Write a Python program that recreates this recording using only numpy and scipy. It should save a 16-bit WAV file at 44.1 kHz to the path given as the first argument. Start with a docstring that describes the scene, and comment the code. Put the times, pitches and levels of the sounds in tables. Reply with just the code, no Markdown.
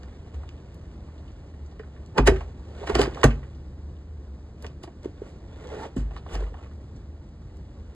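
"""Heavy rubber car mats slap and scuff on a concrete terrace as they are lifted, dropped and dragged.
Ribbed edges land, trapped air pops out, the sheets ring and wobble; sliding rubber sticks and slips
with ticks, snaps and short squawks. The mats lie a little to the right of two closely spaced
microphones, and walls and railing answer. Far off are a low outdoor rumble and a droning motor."""
import sys
import numpy as np
from scipy import signal
from scipy.fft import rfft, irfft, next_fast_len
from scipy.io import wavfile

SR = 44100
rng = np.random.default_rng(int(sys.argv[2]) if len(sys.argv) > 2 else 0)


def unload_wav(signal):
    """Save mono or channel-first audio to the path in sys.argv[1] as 16-bit WAV at rate SR, clipped to [-1, 1]."""
    wavfile.write(
        sys.argv[1],
        SR,
        np.round(np.clip(np.atleast_2d(signal).T, -1, 1) * 32767).astype(np.int16),
    )


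N = 350579
TIME = np.arange(N) / SR
SIZE = next_fast_len(N + SR // 2, True)
BINS = np.maximum(np.fft.rfftfreq(SIZE, 1 / SR), 1)   # Hz
CUTOFF_HZ = 11850
OPPOSED = np.array([[1], [-1]])   # left and right in opposite polarity

# a mat lands or brushes down: t/s, level/dB, swell/s, t60/s, tilt/(dB/octave), ring/dB, gap pitch/Hz
LANDINGS = [(2.167, -27.5, 0.019, 0.071, -8, -61, 720), (2.182, -8.5, 0.0066, 0.049, -3.5, -21, 1135),
            (2.275, -9, 0.011, 0.071, -0.67, -22.5, 1850), (2.872, -30, 0.011, 0.18, -2.2, -50, 1900),
            (2.898, -23, 0.0035, 0.051, -2.5, -54, 570), (2.953, -17.5, 0.008, 0.067, -2, -29.5, 2020),
            (2.994, -17, 0.014, 0.067, -3, -24.5, 740), (3.015, -23.5, 0.019, 0.21, 0.1, -38, 4730),
            (3.241, -12, 0.0035, 0.053, 0.5, -16, 6300), (4.835, -44, 0.0068, 0.096, 3.5, -53, 4700),
            (5.277, -67, 0.064, 0.55, 3.5, -66, 7800), (5.735, -42, 0.042, 0.46, -4.5, -68, 1420),
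            (5.835, -45, 0.11, 0.077, -1, -69, 880), (5.966, -44, 0.0061, 0.34, 1, -27.5, 7450),
            (6.346, -38, 0.054, 0.17, 0, -40, 3470)]


def slaps(flurry_per_s=7000, patter_per_s=1600, spread_db=2.5, settle_s=0.02, low_lag_s=0.0025):
    """Ribs land in a flurry that thins to a patter; the lows lag and linger, the closing gap rings."""
    # spectrum of a slap: f/Hz, density/dB
    colour = [(130, -12), (260, -5), (430, 6), (570, -7.5), (700, -2.5), (900, -4.5), (1300, -1),
              (1900, -6.5), (3400, -14), (4900, -13), (6700, -18.5), (8300, -14), (11500, -24.5)]
    edges = 130 * 2 ** (np.arange(21) / 3)   # third octaves, Hz
    centres = np.sqrt(edges[1:] * edges[:-1])[:, None]
    depth = 1000 / centres   # above 1 in the lows
    flurries = [grains(flurry_per_s, spread_db) for _ in range(2)]
    patter = grains(patter_per_s, spread_db)
    out = np.zeros(N)
    for s, db, swell_s, t60, tilt, _, gap_hz in LANDINGS:
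        span, t = near(s)
        dense = np.exp(-np.maximum(t, 0) / settle_s)
        forces = [np.sqrt(dense) * hits[span] + np.sqrt(1 - dense) * patter[span] for hits in flurries]
        textures = np.array([rms_one(band(forces[k % 2], edges[k], edges[k + 1])) * (-1) ** k
                             for k in range(len(centres))])
        band_t = t - low_lag_s * (np.sqrt(depth) - 0.5)
        envelopes = fade(-band_t, 3 * swell_s) * fade(band_t, t60 * depth ** 0.33)
        gains = from_db(at_hz(colour, centres) - tilt * np.log2(depth)) * np.sqrt(centres)
        slap = from_db(db - 1.5) * (gains / np.linalg.norm(gains) * textures * envelopes).sum(axis=0)
        out[span] += slap + from_db(3) * resonance(slap, gap_hz, width_hz=0.072 * gap_hz)
    return out


def sheet_ring(lag_s=0.002):
    """Every landing sets the damped modes of the sheet ringing, each time a little differently."""
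    # modes of the rubber sheet: f/Hz, level/dB, t60/s
    modes = [(104.5, 0.5, 0.21), (134.7, -1, 0.41), (176, -3, 0.036), (230.3, -5, 0.31), (266.3, 5, 0.11),
             (296, 3, 0.066), (384, -20, 0.6), (537, -20, 0.21), (720, -19, 0.025), (1053, -19, 0.095)]
    out = np.zeros(N)
    for s, *_, ring_db, _ in LANDINGS:
        span, t = near(s + lag_s)
        for k, (hz, db, t60) in enumerate(modes):
            gain = (-1) ** k * from_db(ring_db + db + rng.standard_normal())
            out[span] += gain * swing(t, hz, t60, driven_s=0, build_cycles=0.72)
    return out


def pops_and_rings(puff_db=-17, puff_ratio=2.3):
    """Hollow pops of trapped air and low rings of the rubber sheet, each with a puff around its pitch."""
    # air pops and sheet rings: t/s, level/dB, f/Hz, t60/s
    tones = [(1.797, -32, 436, 0.082), (2.18, -13.5, 401, 0.11), (2.2, -23.5, 264, 0.32),
             (2.281, -6.5, 400, 0.069), (2.283, -16, 647, 0.096), (2.319, -16, 382, 0.17),
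             (2.814, -28, 411, 0.1), (2.898, -13.5, 410, 0.026), (2.955, -16, 350, 0.055),
             (2.993, -9, 434, 0.043), (3.005, -14.5, 400, 0.025), (3.035, -22.5, 398, 0.11),
             (3.076, -17.5, 373, 0.034), (3.24, -2.5, 450, 0.025), (3.246, -9.5, 139.3, 0.2),
             (4.645, -38.5, 462, 0.065), (4.836, -32, 333, 0.026), (4.877, -34, 347, 0.045),
             (5.057, -18, 368, 0.018), (5.218, -24, 404, 0.026), (5.964, -18.5, 279, 0.031),
             (5.966, -21, 188, 0.092), (6.359, -35.5, 157, 0.13), (6.408, -33, 430, 0.055),
             (6.424, -31.5, 410, 0.053), (6.522, -38, 450, 0.033)]
    out = np.zeros(N)
    for s, db, hz, t60 in tones:
        span, t = near(s)
        noise = rms_one(band(rng.standard_normal(len(t)), hz / puff_ratio, hz * puff_ratio))
        puff = from_db(puff_db) * noise * (t > 0) * fade(t, t60)
        ring = swing(t, hz, t60, driven_s=0.0027, build_cycles=0.31)
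        out[span] += from_db(db) * (ring + puff)
    return band(out, 60, 750)   # soft rubber rounds the attack


def wobbles():
    """The whole heavy sheet flaps and pumps air."""
    # flaps of the sheet: t/s, level/dB, f/Hz, time driven/s
    flaps = [(0.346, -28, 67.6, 0.0091), (2.194, -15, 51.2, 0.11), (2.285, -20.5, 76.6, 0.021),
             (2.926, -23.5, 56, 0.1), (3.241, -11.5, 51, 0.021), (5.981, -22.5, 52, 0.068),
             (6.332, -23.5, 49.8, 0.11)]
    out = np.zeros(N)
    for s, db, hz, driven_s in flaps:
        span, t = near(s)
        out[span] += from_db(db) * swing(t, hz, t60=0.37, driven_s=driven_s, build_cycles=0.34)
    return out


def snaps(band_ratio=1.73, patter_db=-11):
    """A stiff edge flicks free: one sharp click, then a few milliseconds of patter."""
    # edges letting go: t/s, level/dB, centre f/Hz
    releases = [(.033, -37.5, 3000), (.345, -43, 3970), (0.491, -34, 2600), (.745, -40, 7000),
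                (2.062, -41, 5000), (2.182, -12.5, 2370), (2.189, -24, 3200), (2.875, -24, 1990),
                (2.896, -27, 2200), (2.953, -10.5, 3400), (2.994, -20, 3000), (3.016, -9, 2500),
                (3.147, -31, 3530), (3.215, -32, 3000), (3.233, -32, 2400), (3.242, -6, 6050),
                (4.625, -29, 7000), (4.646, -33, 1500), (4.666, -28.5, 3300), (4.837, -33, 2500),
                (5.032, -42, 5470), (5.046, -42, 3500), (5.058, -45, 4500), (5.672, -37, 4000),
                (6.165, -38, 3000), (6.354, -26.5, 4130), (7.29, -51, 5070), (7.57, -45, 7000)]
    out = np.zeros(N)
    for s, db, hz in releases:
        span, t = near(s)
        force = from_db(patter_db) * rng.standard_normal(len(t)) * (t > 0) * fade(t, t60=0.011)
        force[np.argmax(t > 0)] = 2   # the click itself
        click = band(force, hz / band_ratio, hz * band_ratio)
        out[span] += from_db(db - 1) * click / np.abs(click).max()
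    return out


def ticks(catches, patter_t60=0.085, crack_t60=0.032, band_ratio=1.34, skirt_db=-22):
    """A catch lets go with a dull knock and a short patter around one resonance."""
    out = np.zeros(N)
    for s, db, hz in catches:
        span, t = near(s)
        force = rng.choice([-1, 1], len(t)) * (t > 0) * (fade(t, patter_t60) + fade(t, crack_t60))
        low, high = hz / band_ratio, hz * band_ratio
        knock = band(force, low, high) + from_db(skirt_db) * band(force, low / 2, 2 * high)
        out[span] += from_db(db - 2) * knock / np.abs(knock).max()
    return out


def hard_catches():
    """A rib or a finger catches hard and lets go with a tick."""
    # catches: t/s, level/dB, centre f/Hz
    catches = [(.033, -43, 1300), (.125, -51, 1610), (0.342, -43, 805), (0.433, -38, 905),
               (.487, -53, 1090), (1.083, -48, 1000), (1.723, -45, 910), (1.794, -35, 1370),
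               (1.833, -42.5, 1340), (1.963, -45, 1600), (2.187, -12, 800), (2.196, -17, 950),
               (2.361, -29, 1800), (2.407, -29, 920), (2.828, -31, 714), (2.836, -27.5, 700),
               (2.899, -20, 650), (2.916, -30, 720), (3.029, -31, 1500), (3.053, -23.5, 1210),
               (3.107, -44, 910), (3.124, -40, 800), (3.147, -35, 1870), (3.171, -26.5, 1020),
               (3.203, -36, 800), (3.232, -6.5, 1280), (3.245, -9.5, 680), (3.306, -30.5, 1980),
               (3.43, -40, 1398), (4.644, -30, 950), (4.837, -35, 910), (4.876, -37.5, 780),
               (5.056, -47, 800), (5.718, -37, 700), (5.861, -45, 750), (6.109, -39, 850),
               (6.164, -31.5, 1040), (6.174, -41.5, 3600), (6.263, -31.5, 980), (6.346, -34, 760),
               (6.392, -37, 760), (6.408, -41, 1310), (6.424, -36, 760), (6.466, -39.5, 900),
               (6.541, -35, 1000), (6.585, -40, 853), (6.626, -46, 800), (6.66, -43, 1280),
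               (6.712, -47, 1200), (6.96, -54, 1200)]
    return ticks(catches)


def small_catches(scuff_db, per_s=8, base_db=-52.5, spread_db=2, centre_hz=1370):
    """Sliding rubber catches at random, harder as the scuffing gets louder."""
    times = TIME[rng.random(N) < per_s / SR]
    times = times[times < TIME[-1] - 0.05]
    strength, octaves = rng.standard_normal((len(times), 2)).T
    db = base_db + np.interp(times, TIME, scuff_db - scuff_db.mean()) + spread_db * strength
    hz = centre_hz * 2 ** np.clip(octaves, -2, 2)
    return ticks(zip(times, db, hz))


def scuff_level(run_up_db=14.5, run_up_curve=1.26):
    """Level of the sliding in dB: each pull gathers speed, levels off and stops, over a faint grip."""
    # pulls over rubber or concrete: fastest at t/s, level/dB, run-up/s, stopping t60/s
    pulls = [(.35, -48, 0.018, 0.12), (2.175, -51, 0.034, 0.061), (2.34, -42, 0.1, 0.64),
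             (2.83, -45, 0.2, 0.33), (2.91, -38, 0.062, .16), (3.01, -32, 0.12, 0.31),
             (3.211, -41, 0.16, 0.91), (4.65, -46.5, 0.057, 0.21), (4.84, -53, 0.031, 0.31),
             (5.051, -46.5, 0.028, 0.19), (5.28, -52.5, 0.17, 0.45), (5.745, -43.5, 0.27, 0.67),
             (5.855, -41, 0.16, 0.13), (6.17, -50, 0.1, 0.14), (6.345, -42, 0.085, 0.45),
             (6.41, -46, 0.038, 0.47), (6.64, -51.5, 0.17, 0.29)]
    # scuffing under the gripping hands: t/s, level/dB
    grip = [(0, -55), (.9, -57), (2.6, -58.5), (4.3, -61.5), (5.5, -60), (6.8, -59.5), (7.3, -62.5),
            (7.95, -57.5)]
    power = from_db(np.interp(TIME, *np.transpose(grip))) ** 2
    for s, db, run_up_s, t60 in pulls:
        to_go = np.clip((s - TIME) / run_up_s, 0, 10)
        rise = from_db(db - run_up_db * to_go ** run_up_curve)
        power += (rise * fade(np.minimum(TIME - s, 2), t60)) ** 2
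    return 10 * np.log10(power)


def rubbing(scuff_db, slips_per_s=1500, ribs_per_s=170, spread_db=2, flex_octaves=0.059, judder_db=0.5):
    """Fine stick-slip grains, and coarser flicks of the ribs that shift in pitch as the sheet flexes."""
    # spectrum of sliding rubber: f/Hz, density/dB
    colour = [(120, -19), (280, 0.5), (450, 2.5), (720, -3.5), (860, -10.5), (1100, -7.5), (1400, -15),
              (2000, -16), (2600, -14.5), (3400, -21), (4300, -23), (7000, -27), (11500, -41.5)]
    # tones of a flicked rib: f/Hz, level/dB
    rib_tones = [(440, -5.5), (530, -4), (865, -7), (1400, -8.5), (1600, -19.5), (2050, -17.5),
                 (3300, -17.5)]
    slips = rms_one(shaped(grains(slips_per_s, spread_db), from_db(at_hz(colour, BINS))))
    flicks = sum(from_db(db) * rms_one(band(grains(ribs_per_s, spread_db), hz - 50, hz + 50))
                 for hz, db in rib_tones)
    pitch_ratio = 2 ** (flex_octaves * drift(per_s=12))
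    flicks = np.interp(np.cumsum(pitch_ratio) % N, np.arange(N), flicks)
    rib_gain = from_db(-8 + 0.23 * (scuff_db - scuff_db.mean()))   # ribs stand out in a hard pull
    return from_db(scuff_db + judder_db * drift(per_s=70)) * (slips + rib_gain * flicks)


def squawks(jitter_octaves=0.0684, rough_db=2, rough_per_s=150, overtone_db=-17):
    """Dragged rubber chatters: stick and slip lock briefly onto one pitch, unsteady in rate and force."""
    # bursts of chatter: loudest at t/s, level/dB, half-length/s, f/Hz
    bursts = [(2.171, -35, 0.013, 880), (5.657, -53, .012, 870), (5.668, -42, 0.015, 490),
              (5.708, -50, .012, 895), (5.73, -36.5, 0.022, 440), (5.78, -35.5, 0.015, 419.5),
              (5.796, -40, .01, 868), (5.829, -34.5, .014, 857), (5.862, -46, .008, 430)]
    pitch_ratio = 2 ** (jitter_octaves * drift(rough_per_s))
    strength = from_db(rough_db * drift(rough_per_s))
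    out = np.zeros(N)
    for s, db, half_s, hz in bursts:
        span, t = near(s)
        phase = 2 * np.pi * np.cumsum(hz * pitch_ratio[span]) / SR
        chatter = rms_one(strength[span] * (np.sin(phase) + from_db(overtone_db) * np.sin(2 * phase)))
        out[span] += from_db(db - 1) * chatter * np.exp(-(t / half_s) ** 2)
    return out


def grooves(contacts, direct_db=-2):
    """The hollows of the tread add short, well damped resonances to the contacts."""
    # hollows between the ribs: f/Hz, width/Hz, level/dB
    hollows = [(660, 100, -2.5), (750, 110, -7), (1110, 80, -14), (1280, 63, -10.5), (1510, 70, -11),
               (1860, 85, -11), (2100, 160, -12), (2570, 300, -2), (2950, 220, 0.5), (5030, 420, -4),
               (6560, 670, -10)]
    ring = sum(from_db(db) * resonance(contacts, hz, max(width, 70)) for hz, width, db in hollows)
    return from_db(direct_db) * contacts + ring


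def terrace(x, wall_delay_s=0.012, apart=0.3):
    """Ground and mats scatter the treble at once; walls and railing answer a little later."""
    t = TIME[:SR // 2]

    def scatter(db, t60, low_hz, high_hz):
        """Response of one cloud of echoes, slightly different at each microphone."""
        shared, own = rng.standard_normal((2, len(t)))
        cloud = band((shared + apart * OPPOSED * own) * fade(t, t60), low_hz, high_hz)
        return from_db(db) * rfft(rms_one(cloud), SIZE) * np.sqrt(2 * (high_hz - low_hz) / SR / len(t))

    walls = scatter(db=-16, t60=0.24, low_hz=200, high_hz=4500)
    ground = scatter(db=-6.5, t60=0.1, low_hz=1700, high_hz=CUTOFF_HZ)
    return shaped(x, 1 + ground + walls * np.exp(-2j * np.pi * BINS * wall_delay_s))


def rumble(level_db=-42.5, swell_db=1, apart=0.063, apart_hz=700):
    """Distant outdoor noise, the same at both microphones in the bass."""
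    # spectrum of the open air: f/Hz, density/dB
    colour = [(20, -27), (38, -9.5), (56, -2), (75, -3.5), (105, -7.5), (200, -15), (350, -19.5),
              (560, -30.5), (1000, -37.5), (2000, -48), (3000, -51.5), (5000, -49), (8000, -59),
              (10500, -73)]
    sides = OPPOSED * shaped(rng.standard_normal(N), apart / (1 + apart_hz / BINS))
    air = shaped(rng.standard_normal(N) + sides, from_db(at_hz(colour, BINS)))
    return from_db(level_db + swell_db * drift(per_s=8.5)) * rms_one(air)


def distant_motor(pitch_hz=72.4, level_db=-44, wander_hz=3.576, waver_db=2):
    """A motor drones under the rumble, its pitch and level wavering with the distance."""
    # the drone swells and sinks: t/s, level/dB
    swell = [(0, -2.5), (1.7, 0), (2.6, 0), (3.8, 3), (4.6, -0.5), (5.3, -7.5), (6.6, 2.5), (7.2, -2),
             (7.95, -1)]
    hz = pitch_hz + wander_hz * drift(per_s=7)
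    db = level_db + np.interp(TIME, *np.transpose(swell)) + waver_db * drift(per_s=6)
    return from_db(db) * rms_one(np.sin(2 * np.pi * np.cumsum(hz) / SR))


def from_db(db):
    """Decibels to gain."""
    return 10 ** (np.asarray(db) / 20)


def rms_one(x):
    """Scale to unit power."""
    return x / np.sqrt(np.mean(x ** 2) + 1e-20)


def at_hz(points, hz):
    """Read a table on a log-frequency axis."""
    f, value = np.transpose(points)
    return np.interp(np.log(hz), np.log(f), value)


def shaped(x, response):
    """Filter by a response given on BINS."""
    return irfft(rfft(x, SIZE) * response, SIZE)[..., :N]


def band(x, low_hz, high_hz):
    """Causal band-pass."""
    sos = signal.butter(2, [low_hz, min(high_hz, SR / 2 - 100)], "band", fs=SR, output="sos")
    return signal.sosfilt(sos, x + 1e-18)


def resonance(x, hz, width_hz):
    """A damped cavity; unit gain at its centre."""
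    return signal.lfilter(*signal.iirpeak(hz, hz / width_hz, fs=SR), x + 1e-18)


def drift(per_s):
    """Smooth random motion that changes about `per_s` times a second; rms 1."""
    return rms_one(shaped(rng.standard_normal(N), 1 / (1 + (BINS / per_s) ** 2)))


def grains(per_s, spread_db):
    """Tiny contacts of uneven size at random moments; rms 1."""
    sizes = from_db(spread_db * np.minimum(rng.exponential(1, N), 4)) * rng.choice([-1, 1], N)
    return rms_one(sizes * (rng.random(N) < per_s / SR))


def fade(t, t60):
    """Unity until t = 0, then 60 dB down every t60."""
    return np.exp(-np.log(1000) * np.maximum(t, 0) / t60)


def near(s):
    """The samples around an event and their times from it."""
    span = slice(max(int((s - 0.1) * SR), 0), int((s + 0.5) * SR))
    return span, TIME[span] - s


def swing(t, hz, t60, driven_s, build_cycles):
    """A resonance builds up, is driven for a while and dies away."""
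    cycles = np.maximum(t, 0) * hz
    return np.sin(2 * np.pi * cycles) * (1 - np.exp(-cycles / build_cycles)) * fade(t - driven_s, t60)


def widened(centre, edges, width_db):
    """A wide sheet: its centre reaches both microphones alike, its edges reach them in opposition."""
    return centre + from_db(width_db) * OPPOSED * edges


def scene():
    """The mats on the terrace, a little right of the microphones, with rumble and motor far behind."""
    # direction of the mats by level: f/Hz, left minus right/dB
    balance = [(170, 0), (430, -1.2), (620, -3.3), (1500, -2.6), (2500, -2.8), (3600, 0), (4900, -1.5),
               (8000, 1)]
    # direction of the mats by phase: f/Hz, lead of the left/rad
    lead = [(70, 0), (250, -.1), (550, -.5), (1100, -.3), (1700, 0)]
    scuff_db = scuff_level()
    landings = widened(slaps(), slaps(), width_db=-11.5)
    contacts = landings + hard_catches() + snaps() + small_catches(scuff_db)
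    sliding = widened(rubbing(scuff_db), rubbing(scuff_db), width_db=-14.5)
    mats = terrace(grooves(contacts) + sheet_ring() + pops_and_rings() + wobbles() + squawks() + sliding)
    half = OPPOSED / 2
    direction = from_db(half * at_hz(balance, BINS)) * np.exp(1j * half * at_hz(lead, BINS))
    return shaped(mats, direction) + rumble() + distant_motor()


def record(dry, ceiling=0.63):
    """The left-right phase turns with frequency, spreading the treble; peaks are rounded, the top cut."""
    # phase between left and right: f/Hz, lead of the left/rad
    stereo_phase = [(70, 0), (700, -.25), (1400, -.1), (1750, .3), (2250, 1.9), (2650, 2.6), (3200, 2.2),
                    (3750, 1.1), (4950, 1.7), (5300, 3), (6100, 3.5), (7100, 6.2), (8400, 6.6), (9200, 9.2),
                    (10900, 9.6), (11900, 12.2)]
    sides = shaped(dry, np.exp(1j * at_hz(stereo_phase, BINS) * np.array([[0], [-1]])))
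    rounded = sides / (1 + (sides / ceiling) ** 6) ** (1 / 6)
    return shaped(rounded, 1 / np.sqrt(1 + (BINS / CUTOFF_HZ) ** 120))


dry = scene()
out = record(dry)
unload_wav(out)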